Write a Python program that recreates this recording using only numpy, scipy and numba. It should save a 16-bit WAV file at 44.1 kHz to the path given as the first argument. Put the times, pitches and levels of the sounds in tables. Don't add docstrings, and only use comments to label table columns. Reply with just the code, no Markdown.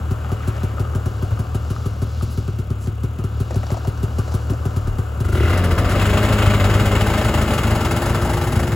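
import sys
import numpy as np
from scipy import signal
from scipy.fft import rfft, irfft, next_fast_len
from scipy.io import wavfile
from scipy.ndimage import uniform_filter1d
from numba import njit

SR = 44100
rng = np.random.default_rng(int(sys.argv[2]) if len(sys.argv) > 2 else 0)


def generate_wav(signal):
    frames = np.transpose(np.atleast_2d(signal))
    scaled = np.clip(frames, -1, 1) * 32767
    pcm = np.round(scaled).astype(np.int16)
    wavfile.write(sys.argv[1], SR, pcm)


N = 385875
TIME = np.arange(N) / SR

# time_s, thump_db, crack_db
IDLE_POPS = [(0.112, -10, -46), (0.32, -10.5, -47), (0.478, -10, -42), (0.636, -9.5, -45),
             (0.799, -10, -43.5), (0.952, -9.5, -44.5), (1.061, -10.5, -45), (1.226, -11, -48),
             (1.311, -28, -65), (1.395, -12.5, -44), (1.549, -11, -40.5), (1.705, -11.5, -43),
             (1.86, -11, -43), (2.021, -11, -42.5), (2.226, -11.5, -40.5), (2.377, -10.5, -46),
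             (2.481, -11.5, -60.5), (2.591, -12, -47.5), (2.706, -11, -52), (2.875, -12, -50),
             (3.037, -10.5, -46.5), (3.19, -13.5, -54), (3.242, -12, -47), (3.404, -10, -43.5),
             (3.561, -9, -44), (3.719, -9.5, -42.5), (3.875, -9.5, -44), (4.032, -9.5, -42),
             (4.187, -9.5, -41), (4.343, -9, -39.5), (4.501, -10.5, -43), (4.656, -10, -45),
             (4.766, -11, -42.5), (4.875, -12.5, -48), (4.987, -10.5, -46), (5.205, -10, -42)]
# time_s, thump_db, extra_rattle_db, extra_crack_db
LOAD_BARKS = [(5.2673, -14.5, -4, -6), (5.305, -12.5, -16, -5.5), (5.344, -8, -13, -0.5),
              (5.369, -20, 2, -4), (5.3932, -10, -5, -4), (5.4204, -10, -6, -6), (5.448, -6, -6, -5),
              (5.474, -21.0, -20, -5), (5.4963, -21, -23, -3.5), (5.5191, -15.5, -11.5, 0),
              (5.55, -23, -6, -2), (5.5937, -28, -15, 5), (5.6598, -18, -4, 5.5), (5.7301, -11, 1.5, 3),
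              (5.801, -11, 3, 5), (5.8671, -13, -3, -6), (5.912, -19.5, -6, 3), (5.9334, -22, -9, 2),
              (5.9738, -23, -4, -4), (6.016, -16, -3, -2), (6.0357, -20, -1, 0.0), (6.0755, -17, -2, 3),
              (6.1141, -13, -5, -1), (6.1534, -12, -2, -4), (6.192, -24, 2, 2), (6.2494, -14.5, -1.5, 3),
              (6.269, -38, -5, -5), (6.3065, -16.0, -3, -5), (6.3447, -14, 0.0, 4), (6.403, -15, 1, -2),
              (6.4412, -21, 2, -0.5), (6.4803, -6.5, -1, 0), (6.5211, -23, 1, -4), (6.5585, -12, 2, -2),
              (6.6196, -14, 2.5, -4), (6.6611, -13, 4, 0.0), (6.7183, -16, -2, -2), (6.7589, -10, 2, 1.5),
              (6.8167, -11, 0.5, -2.0), (6.8752, -13, -0.5, 2.5), (6.9349, -18, -4.5, -3),
              (6.973, -10.5, 2, -5), (7.028, -10.5, 1.0, 1.0), (7.0848, -17, -3, 3), (7.119, -28, -4, -4),
              (7.1563, -13, 1.0, -4), (7.196, -23, -3, 3.0), (7.232, -22, -3.5, -5), (7.2664, -11, 0, 0.5),
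              (7.3028, -21, -1.5, -4), (7.3594, -13, 3, 1.5), (7.3957, -16, -1, -3),
              (7.433, -12.5, 0.5, 2.5), (7.4973, -25, -5, -1), (7.5257, -11, 0, -2), (7.553, -15, -0.5, 3),
              (7.5987, -20, 2.0, 2.5), (7.6519, -16, 1, 0.5), (7.6897, -20, -4, -1.0),
              (7.725, -14, -2.0, 1), (7.771, -10.5, -2.5, 2), (7.827, -15, -2, 1), (7.8681, -24, 1.5, 3),
              (7.929, -18, 0, 4), (7.982, -20, 0, 3), (8.038, -21.0, -2, 3), (8.078, -14, -4, 4),
              (8.1134, -15, -11, 1), (8.1656, -16, -2, 1), (8.2338, -14, -11, 2), (8.269, -20, -17, 1.5),
              (8.315, -16, -1.5, 1), (8.3527, -16.0, -2, 2), (8.3894, -21.0, -1, -0.5),
              (8.4325, -24, 1.5, 0.0), (8.4587, -21.0, -2, -3), (8.4902, -21, -2, 0.5),
              (8.5409, -22, 0.0, 2.0), (8.576, -11, 3, 1), (8.6124, -14, 3, 1), (8.6495, -16, 3, -3),
              (8.692, -17, 4, -2.0), (8.738, -12, 3.5, -3)]
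# time_s, turns_per_s
LOAD_SPEED = [(5.55, 45.5), (5.78, 43.3), (6.07, 51.4), (6.3, 52.7), (6.62, 49.8), (7.15, 54.6),
              (7.52, 54.4), (8.16, 58.4), (8.7, 58.4)]

# pitch_hz, level_db
POP_TONE = [(25, -66.5), (50, -5), (80, 3.5), (108, 6), (135, -1), (175, -14), (230, -12), (290, -15),
            (320, -45), (365, -11), (410, -15.5), (450, -39.5), (800, -51.5), (1500, -54)]
PUMPING_TONE = [(25, -45), (45, -12.5), (70, 3), (112, 0), (150, -18.5), (220, -16), (300, -40), (380, -46),
                (600, -12.5), (1200, -83.5)]
IDLE_CLATTER_TONE = [(150, 1.5), (330, 9), (500, 5.5), (640, 3.5), (790, 5.5), (1000, -0.5), (1230, 5),
                     (1500, 3), (1800, -9.5), (2300, -23.5)]
LOAD_CLATTER_TONE = [(180, -2.5), (340, 15), (490, 7), (590, 15.5), (700, 7.5), (850, 8.5), (1020, 8.5),
                     (1330, 12), (1700, 5.5), (2100, 3.5), (2500, -27.5)]
RASP_TONE = [(1500, -20), (2100, 3), (2330, -1.5), (2650, 3), (3200, -2), (4000, -7), (5000, -20),
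             (6500, -33)]
HISS_TONE = [(2500, -26), (4500, 6.5), (5700, 0.5), (7000, 13), (8500, 7), (11000, 3), (16000, 2)]
CRACK_TONE = [(600, 17), (1400, 2.2), (2200, 6.2), (3500, 11.7), (5500, 12.2), (7200, 12.6), (9000, 16.6),
              (11000, 13.6), (13000, 6.9), (15500, 7.6)]
GUSH_TONE = [(22, -40), (36, -22), (50, -7), (65, 5), (85, 9.5), (110, 6), (150, 1.5), (180, -0.5),
             (250, -0.5), (300, -12.5), (400, -5), (480, -15.5), (620, -43), (900, -37.5)]
SPRAY_TONE = [(2800, -30), (3900, -7), (5000, 6), (6000, -8), (7000, -56)]

# idle_db, load_db, rise_s, loss_behind_rider_db, loss_far_db
CLATTER_LEVELS = (-41, -29.5, 0.4, 6, 5)
RASP_LEVELS = (-52, -32, 0.3, 2, 8)
HISS_LEVELS = (-48, -33, 0.87, 5, 6.5)
CRACK_LEVELS = (-38, -35, 1.5, 2, 0)

# pitch_hz, level_db, ring_s
CASING_NOTES = [(632, 4, 0.1), (770, 8, 0.032), (840, -35.5, 0.028), (1247, 7, 0.018), (1290, -4, 0.049),
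                (1430, 11, 0.029), (1480, -21.5, 0.023), (1950, -39, 0.019), (2455, -5, 0.036),
                (2856, 4.5, 0.07)]
CLUTCH_NOTES = [(840, -8, 0.034), (1244, 2, 0.041), (1405, -7, 0.035), (2870, -20.5, 0.031)]
# start_s, strength_db
CLUTCH_CLACKS = [(0.2467, -22), (0.304, -24.5), (0.406, -30), (0.62, -26), (0.7824, -22), (0.852, -25.5),
                 (0.936, -26), (1.3739, -28), (1.4552, -36), (1.7634, -25), (1.846, -31), (2.211, -24)]

# middle_s, half_length_s, level_db, pitch_hz
BOOT_SCUFFS = [(0.257, 0.087, -53, 1990), (0.542, 0.27, -46, 2190), (2.325, 0.0235, -46, 12000),
               (2.836, 0.035, -46.5, 8900), (1.268, 0.34, -53.5, 5000), (1.778, 0.21, -50, 5500),
               (2.26, 0.3, -48.5, 5230), (3.678, 0.37, -49.5, 4660), (4.31, 0.23, -49.5, 5500),
               (4.745, 0.21, -54.5, 6000)]
# start_s, creak_db, pitch_hz, snap_db
BOOT_CRUNCHES = [(.43, -30, 1695, -47), (.565, -31, 1800, -35), (2.861, -36, 900, -35),
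                 (3.508, -19.5, 457, -30), (3.543, -23.5, 613, -30), (3.632, -22.5, 630, -37.5),
                 (3.666, -27, 700, -28.5), (3.703, -17.5, 676, -29), (3.743, -22, 740, -35),
                 (3.77, -21, 596, -31), (3.848, -23, 670, -32), (3.974, -45, 900, -36),
                 (4.277, -23, 580, -31), (4.32, -26, 720, -28), (4.534, -26.5, 567, -33.5)]
# start_s, level_db, pitch_hz, ring_s
BOARD_KNOCK = (4.52, -17, 280, .07)

# cycles_per_turn, off_resonance_db, on_resonance_db, resonance_hz, half_width_hz
DRONE_NOTES = [(2, -23, -17.3, 99, 18), (4, -35, -24, 208, 16), (6, -31, -28, 351, 8),
               (8, -42, -31, 415, 22)]
# cycles_per_turn, level_db
DRONE_OVERTONES = [(1, -24), (3, -35), (5, -32), (7, -36), (9, -39), (10, -39), (11, -33), (12, -37),
                   (13, -41), (14, -41), (15, -37), (16, -37), (17, -41), (26, -43), (27, -42)]
# pitch_hz, level_db, ring_s,
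# ahead_of_thump_s, strongest_at_s, half_length_s
FIRING_RINGS = [(368, -11, 0.039, .013, 5.36, 0.18), (1410, -17.5, .025, 0.015, 5.3, 0.91),
                (1995, -23, 0.029, 0.02, 5.48, 0.38), (1560, -13.5, 0.007, .0215, 6.3, 0.86),
                (220, -17.5, 0.021, 0.01207, 6.24, 0.52), (812, -18, 0.045, .016, 7.82, 1.01),
                (1390, -18, 0.013, 0.0096, 7.94, 0.34), (157, -19, 0.085, 0.0123, 8.7, 1.7)]

# pitch_hz, left_louder_db, left_ahead_radians
IDLE_STEREO = [(60, 1.7, .05), (300, 1.5, .1), (450, 2, .3), (600, 5, .9), (750, 4, .8), (1000, 9, .9),
               (1350, 4, .6), (1700, -1, 1.2), (2100, 1, 1.6), (2800, 8, .3), (3300, 5, .2), (4000, 1, 0),
               (5700, 2.4, 0), (7500, 0, 0)]
LOAD_STEREO = [(60, 1.6, .05), (300, 1.4, .08), (450, 1.2, .08), (700, 3.2, .08), (1150, 4.2, .08),
               (1600, 1, .15), (2100, -.5, .8), (2650, 3.3, 1.2), (3500, 2.5, .8), (4300, 4, .8),
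               (5000, 7, .8), (6000, 5, .8), (6600, 1, 0), (7500, 0, 0)]
# pitch_hz, left_ahead_radians
TREBLE_STEREO = [(7400, 0), (8700, -3.1), (9400, -3.2), (10600, -6.25), (11600, -6.3), (12800, -9.4),
                 (13600, -9.5), (14900, -12.55)]

IDLE_TURNS_PER_S, IDLE_THROTTLE = 19, 0.2
POP_LEAD_S, BARK_LEAD_S = .003, .02
OPEN_S, OPEN_TAKES_S, RUN_UP_S = 5.19, 0.32, .295
SHADE_S, SHADE_WIDTH_S = 2.66, 0.98
CLUTCH_S, CLUTCH_WIDTH_S, CLUTCH_SAG = 5.74, 0.17, 0.28
PULL_S, PULL_WIDTH_S, PULL_DB = 6.3, .5, 1.5
LEAVE_S, LEAVE_TAKES_S = 6.76, 1.98
TURN_S, TURN_TAKES_S, TURN_LOSS_DB = 6.895, 0.42, 8


def from_db(db):
    return 10 ** (np.asarray(db) / 20)


def unit_power(x):
    return x / np.sqrt(np.mean(x ** 2) + 1e-20)


def ramp(start_s, takes_s):
    return np.clip((TIME - start_s) / takes_s, 0, 1)


def swell(at_s, width_s):
    return np.exp(-((TIME - at_s) / width_s) ** 2)


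def at_hz(points, hz):
    points = np.array(points)
    return np.interp(np.log(hz + 1), np.log(points[:, 0]), points[:, 1])


def filtered(x, order, hz, kind="low"):
    return signal.sosfilt(signal.butter(order, hz, kind, fs=SR, output="sos"), x)


def through(x, tone, size=8192):
    gains = from_db(at_hz(tone, np.fft.rfftfreq(size, 1 / SR)))
    cepstrum = irfft(np.log(gains))
    cepstrum[1:size // 2] *= 2
    cepstrum[size // 2 + 1:] = 0
    response = irfft(np.exp(rfft(cepstrum)))
    response /= np.linalg.norm(response)
    return signal.oaconvolve(np.atleast_2d(x), response[None], axes=1)[:, :N]


def clicks(times, sizes):
    at = np.round(np.asarray(times) * SR).astype(int)
    inside = (at >= 0) & (at < N)
    return np.bincount(at[inside], (sizes * np.ones(len(at)))[inside], N)


def bursts(times, sizes, rise_s, fall_s):
    t = TIME[:SR // 5]
    shape = (1 - np.exp(-t / rise_s)) * np.exp(-t / fall_s)
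    return np.abs(signal.oaconvolve(clicks(times, sizes), shape / shape.max())[:N])


def noise(apart):
    return unit_power(rng.standard_normal(N) + apart * rng.standard_normal((2, N)))


def ring(times, sizes, notes):
    out = np.zeros(N)
    for hz, db, ring_s in notes:
        decay, angle = from_db(-60 / (ring_s * SR)), 2 * np.pi * hz / SR
        knocks = clicks(times, sizes * from_db(db + rng.normal(0, 1.9, len(times))))
        feedback = [1, -2 * decay * np.cos(angle), decay * decay]
        out += signal.lfilter([0, np.sin(angle)], feedback, knocks + 1e-18)
    return out


def level_db(levels):
    idle_db, load_db, rise_s, shade_db, far_db = levels
    effort = ramp(OPEN_S, rise_s) - CLUTCH_SAG * swell(CLUTCH_S, CLUTCH_WIDTH_S)
    loss_db = shade_db * swell(SHADE_S, SHADE_WIDTH_S) + far_db * ramp(LEAVE_S, LEAVE_TAKES_S) ** 2
    return idle_db + (load_db - idle_db) * effort - loss_db


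def crankshaft(in_step_until_s=7.7):
    load_speed = np.interp(TIME, *np.transpose(LOAD_SPEED))
    speed = IDLE_TURNS_PER_S + (load_speed - IDLE_TURNS_PER_S) * ramp(OPEN_S, RUN_UP_S)
    count = 2 * np.cumsum(speed) / SR
    barks = [s for s, *_ in LOAD_BARKS if s < in_step_until_s]
    fired = np.r_[np.array(IDLE_POPS)[:, 0] - POP_LEAD_S, barks]
    at_firing = np.interp(fired, TIME, count)
    whole = np.r_[0, np.cumsum(np.maximum(np.round(np.diff(at_firing)), 1))]
    return count + uniform_filter1d(np.interp(TIME, fired, whole - at_firing), size=3000)


def firings():
    idle = [(s - POP_LEAD_S, 0, db) for s, _, db in IDLE_POPS]
    s, _, rattle_db, extra_db = np.transpose(LOAD_BARKS)
    crack_db = extra_db + np.interp(s, TIME, level_db(CRACK_LEVELS))
    return np.vstack([idle, np.c_[s - BARK_LEAD_S, rattle_db, crack_db]]).T


@njit
def pipe_note(x, hz, width_hz):
    out = np.zeros(len(x))
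    decay = np.exp(-np.pi * width_hz / SR)
    for i in range(2, len(x)):
        push = (1 - decay ** 2) / 2 * (x[i] - x[i - 2])
        pull = 2 * decay * np.cos(2 * np.pi * hz[i] / SR)
        out[i] = push + pull * out[i - 1] - decay ** 2 * out[i - 2]
    return out


def muffler_chamber(x, hz, width_hz):
    decay = np.exp(-np.pi * width_hz / SR)
    feedback = np.array([1, -2 * decay * np.cos(2 * np.pi * hz / SR), decay * decay])
    return signal.lfilter(feedback[::-1], feedback, x)


def idle_exhaust(strokes, throttle, misfire_s=1.318, misfire_db=11):
    s, thump_db, _ = np.transpose(IDLE_POPS)
    fired = s - POP_LEAD_S
    heat = np.minimum(bursts(np.r_[fired, misfire_s - .015], 1, rise_s=.03, fall_s=.04), 1)
    puff_spread, waver = rng.standard_normal((len(strokes), 2)).T
    note_hz = 73 + 42 * heat + 9 * np.interp(TIME, strokes, waver)
    puffs = clicks(strokes + .002, from_db(1.8 * puff_spread)) + clicks([misfire_s], from_db(misfire_db))
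    hum = through(pipe_note(puffs * (1 - throttle), note_hz, width_hz=67.0), PUMPING_TONE) * from_db(9.5)
    pops = -through(clicks(fired + 0.0015, from_db(thump_db + 28.5)) * (1 - throttle), POP_TONE)
    pops = muffler_chamber(pops, hz=142.1, width_hz=124)
    pops = muffler_chamber(pops, hz=261.7, width_hz=510)
    delay_s = np.interp(TIME, strokes, rng.normal(0, .0005, len(strokes)))
    return np.interp(TIME - delay_s, TIME, (hum + pops)[0])


def engine_rattle(strokes, slap_sizes, surge, throttle):
    slaps = bursts(strokes, slap_sizes, rise_s=0.00093, fall_s=0.0018)
    rattle = 1.23 + 0.16 * slaps + (1.17 + .5 * throttle) * surge
    return rattle / np.sqrt(uniform_filter1d(rattle ** 2, size=SR // 4))


def clatter(strokes, slap_sizes, rattle, throttle):
    db = level_db(CLATTER_LEVELS)
    knocks = clicks(strokes, from_db(11) * slap_sizes)
    idle = through(noise(apart=0.68) * rattle * (1 - throttle), IDLE_CLATTER_TONE)
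    load = through((noise(apart=0.052) * rattle + knocks) * throttle, LOAD_CLATTER_TONE)
    return idle * from_db(db + 7.5) + load * from_db(db + 4.5)


def casing_clanks(strokes, slap_sizes, rattle, throttle):
    times = strokes + rng.normal(0, 0.00042, len(strokes))
    clanks = ring(times, slap_sizes * np.interp(strokes, TIME, rattle), CASING_NOTES)
    return clanks * from_db(level_db(CLATTER_LEVELS) - 13 - 4.9 * throttle)


def engine_rasp(rattle, surge, throttle):
    rasp = through(noise(apart=0.51) * rattle * (1 + 0.26 * surge * throttle), RASP_TONE)
    return rasp * from_db(level_db(RASP_LEVELS) + PULL_DB * swell(PULL_S, PULL_WIDTH_S))


def engine_hiss(rattle, throttle):
    hiss = through(noise(apart=0.057) * rattle, HISS_TONE) * from_db(level_db(HISS_LEVELS) - 4.5)
    return throttle * hiss + (1 - throttle) * filtered(hiss, order=2, hz=9000)


def panel_echoes(x, echo_db=-23.5, count=14):
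    lags = (rng.uniform(.001, .016, count) * SR).astype(int)
    gains = from_db(echo_db) * rng.choice([-1, 1], count)
    out = x.copy()
    for lag, gain in zip(lags, gains):
        out[:, lag:] += gain * x[:, :-lag]
    return out / np.sqrt(1 + np.sum(gains ** 2))


def firing_cracks(fired, crack_db, throttle):
    opening = np.interp(fired, TIME, throttle)
    spit = bursts(fired - .001, from_db(crack_db + 4.5) * (1 - opening), rise_s=.012, fall_s=.009)
    blow = bursts(fired - .002, from_db(crack_db) * opening, rise_s=0.014, fall_s=0.011)
    return through(noise(apart=0.02) * (uniform_filter1d(spit, size=440) + blow), CRACK_TONE)


def clutch_clacks():
    s, db = np.transpose(CLUTCH_CLACKS)
    return ring(s, from_db(db - 5), CLUTCH_NOTES)


def boot_scuffs():
    out = np.zeros(N)
    for s, width_s, db, hz in BOOT_SCUFFS:
        grains = rng.standard_normal(N) * from_db(1.1 * np.minimum(rng.exponential(1, N), 4))
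        scuff = filtered(grains, order=1, hz=[hz * 0.63, hz * 1.12], kind="band")
        out += unit_power(scuff) * swell(s, width_s) * from_db(db)
    return out


def boot_crunches():
    out = np.zeros(N)
    t = TIME[:SR // 10]
    for s, creak_db, hz, snap_db in BOOT_CRUNCHES:
        grains = rng.standard_normal(len(t)) * from_db(2.6 * rng.exponential(1, len(t)))
        grains *= np.exp(-t / 0.0084)
        creak = filtered(grains, order=1, hz=[hz * 0.87, hz * 1.12], kind="band")
        creak = filtered(creak, order=1, hz=3000)
        snap = filtered(grains, order=2, hz=[2500, 7000], kind="band")
        start = round(s * SR)
        for sound, db in ((creak, creak_db), (snap, snap_db)):
            out[start:start + len(t)] += from_db(db) * sound / np.abs(sound).max()
    return out


def board_knock():
    s, db, hz, ring_s = BOARD_KNOCK
    t = np.maximum(TIME - s, 0)
    return from_db(db - 60 * np.minimum(t / ring_s, 10)) * np.sin(2 * np.pi * hz * t)


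def pipe_boom(half_turns, lowest_hz=39.7):
    angle = np.pi * (half_turns - .5)
    turn_hz = np.gradient(half_turns) * SR / 2
    escaping = 1 / np.sqrt(1 + (lowest_hz / turn_hz) ** 20)
    notes = escaping * np.cos(angle) + np.cos(2 * angle)
    return notes * from_db(-21) * swell(at_s=4.9, width_s=0.065)


def loaded_exhaust(half_turns, throttle, thump_hz=88, thump_width_s=.0098):
    s, db, _, _ = np.transpose(LOAD_BARKS)
    t = np.arange(-1000, 1001) / SR
    thump = -np.cos(2 * np.pi * thump_hz * t) * np.exp(-(t / thump_width_s) ** 2)
    thumps = signal.oaconvolve(clicks(s, from_db(db)), thump, "same")
    gush = unit_power(rng.standard_normal(N) * (1 + np.cos(2 * np.pi * half_turns))) * from_db(-22)
    return thumps + through(gush * throttle, GUSH_TONE)[0]


def pipe_drone(half_turns, throttle):
    turns = half_turns / 2
    speed = np.gradient(turns) * SR
    main = np.zeros(N)
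    for cycles, off_db, on_db, hz, width_hz in DRONE_NOTES:
        nearness = 1 / (1 + ((cycles * speed - hz) / width_hz) ** 2)
        loss_db = TURN_LOSS_DB * ramp(TURN_S, TURN_TAKES_S) * (cycles == 2)
        db = off_db + (on_db - off_db) * nearness - loss_db
        main += from_db(db) * np.cos(2 * np.pi * cycles * (turns - 1 / 4))
    turn_sizes = from_db(rng.normal(0, 3, round(turns[-1]) + 1))
    uneven = unit_power(np.interp(turns, np.arange(len(turn_sizes)), turn_sizes))
    overtones = sum(from_db(db) * np.cos(2 * np.pi * (cycles * turns + rng.random()))
                    for cycles, db in DRONE_OVERTONES)
    fade = 1 - 0.47 * ramp(LEAVE_S, LEAVE_TAKES_S)
    return (main + overtones * uneven * fade) * throttle ** 2


def spray(rattle, throttle):
    db = -47.5 - 4.5 * ramp(LEAVE_S, LEAVE_TAKES_S) ** 2
    return through(noise(apart=8.9) * rattle * throttle ** 2, SPRAY_TONE) * from_db(db)


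def firing_rings(throttle):
    s = np.array(LOAD_BARKS)[:, 0]
    out = np.zeros(N)
    for hz, db, ring_s, ahead_s, at_s, width_s in FIRING_RINGS:
        sizes = np.interp(s, TIME, throttle * swell(at_s, width_s))
        out += ring(s - ahead_s, sizes, [(hz, db, ring_s)])
    return out


def scene():
    throttle = IDLE_THROTTLE + (1 - IDLE_THROTTLE) * ramp(OPEN_S, OPEN_TAKES_S)
    half_turns = crankshaft()
    strokes = np.interp(np.arange(np.ceil(half_turns[0]), half_turns[-1]), half_turns, TIME)
    exhaust = idle_exhaust(strokes, throttle) + pipe_boom(half_turns)
    exhaust += loaded_exhaust(half_turns, throttle) + pipe_drone(half_turns, throttle)

    fired, rattle_db, crack_db = firings()
    slap_sizes = from_db(rng.normal(0, 2.5, len(strokes)))
    surge = bursts(fired - .002, 0.74 * from_db(rattle_db), rise_s=0.0083, fall_s=0.0096)
    rattle = engine_rattle(strokes, slap_sizes, surge, throttle)
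    inside = clatter(strokes, slap_sizes, rattle, throttle)
    clanks = casing_clanks(strokes, slap_sizes, rattle, throttle)
    inside += engine_rasp(rattle, surge, throttle)
    wide_hiss = spray(rattle, throttle)
    inside += engine_hiss(rattle, throttle)
    cracks = firing_cracks(fired, crack_db, throttle)
    engine = panel_echoes(inside) + clanks + cracks + wide_hiss

    machine = exhaust + engine + firing_rings(throttle) + clutch_clacks()
    return machine + boot_crunches() + boot_scuffs() + board_knock()


def record(dry):
    size = next_fast_len(N + SR // 10)
    hz = np.fft.rfftfreq(size, 1 / SR)
    spectrum = rfft(dry, size) / np.sqrt(1 + (hz / 16000) ** 200)
    heard = []
    for stereo in (np.array(IDLE_STEREO), np.array(LOAD_STEREO)):
        phase = at_hz(stereo[:, ::2], hz) + at_hz(TREBLE_STEREO, hz)
        left = from_db(at_hz(stereo[:, :2], hz) / 2) * np.exp(.5j * phase)
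        heard.append(irfft(spectrum * np.array([left, 1 / left]), size)[:, :N])
    idling, driving = heard
    moving = ramp(OPEN_S, OPEN_TAKES_S)
    return idling * (1 - moving) + driving * moving


dry = scene()
out = record(dry)
generate_wav(out)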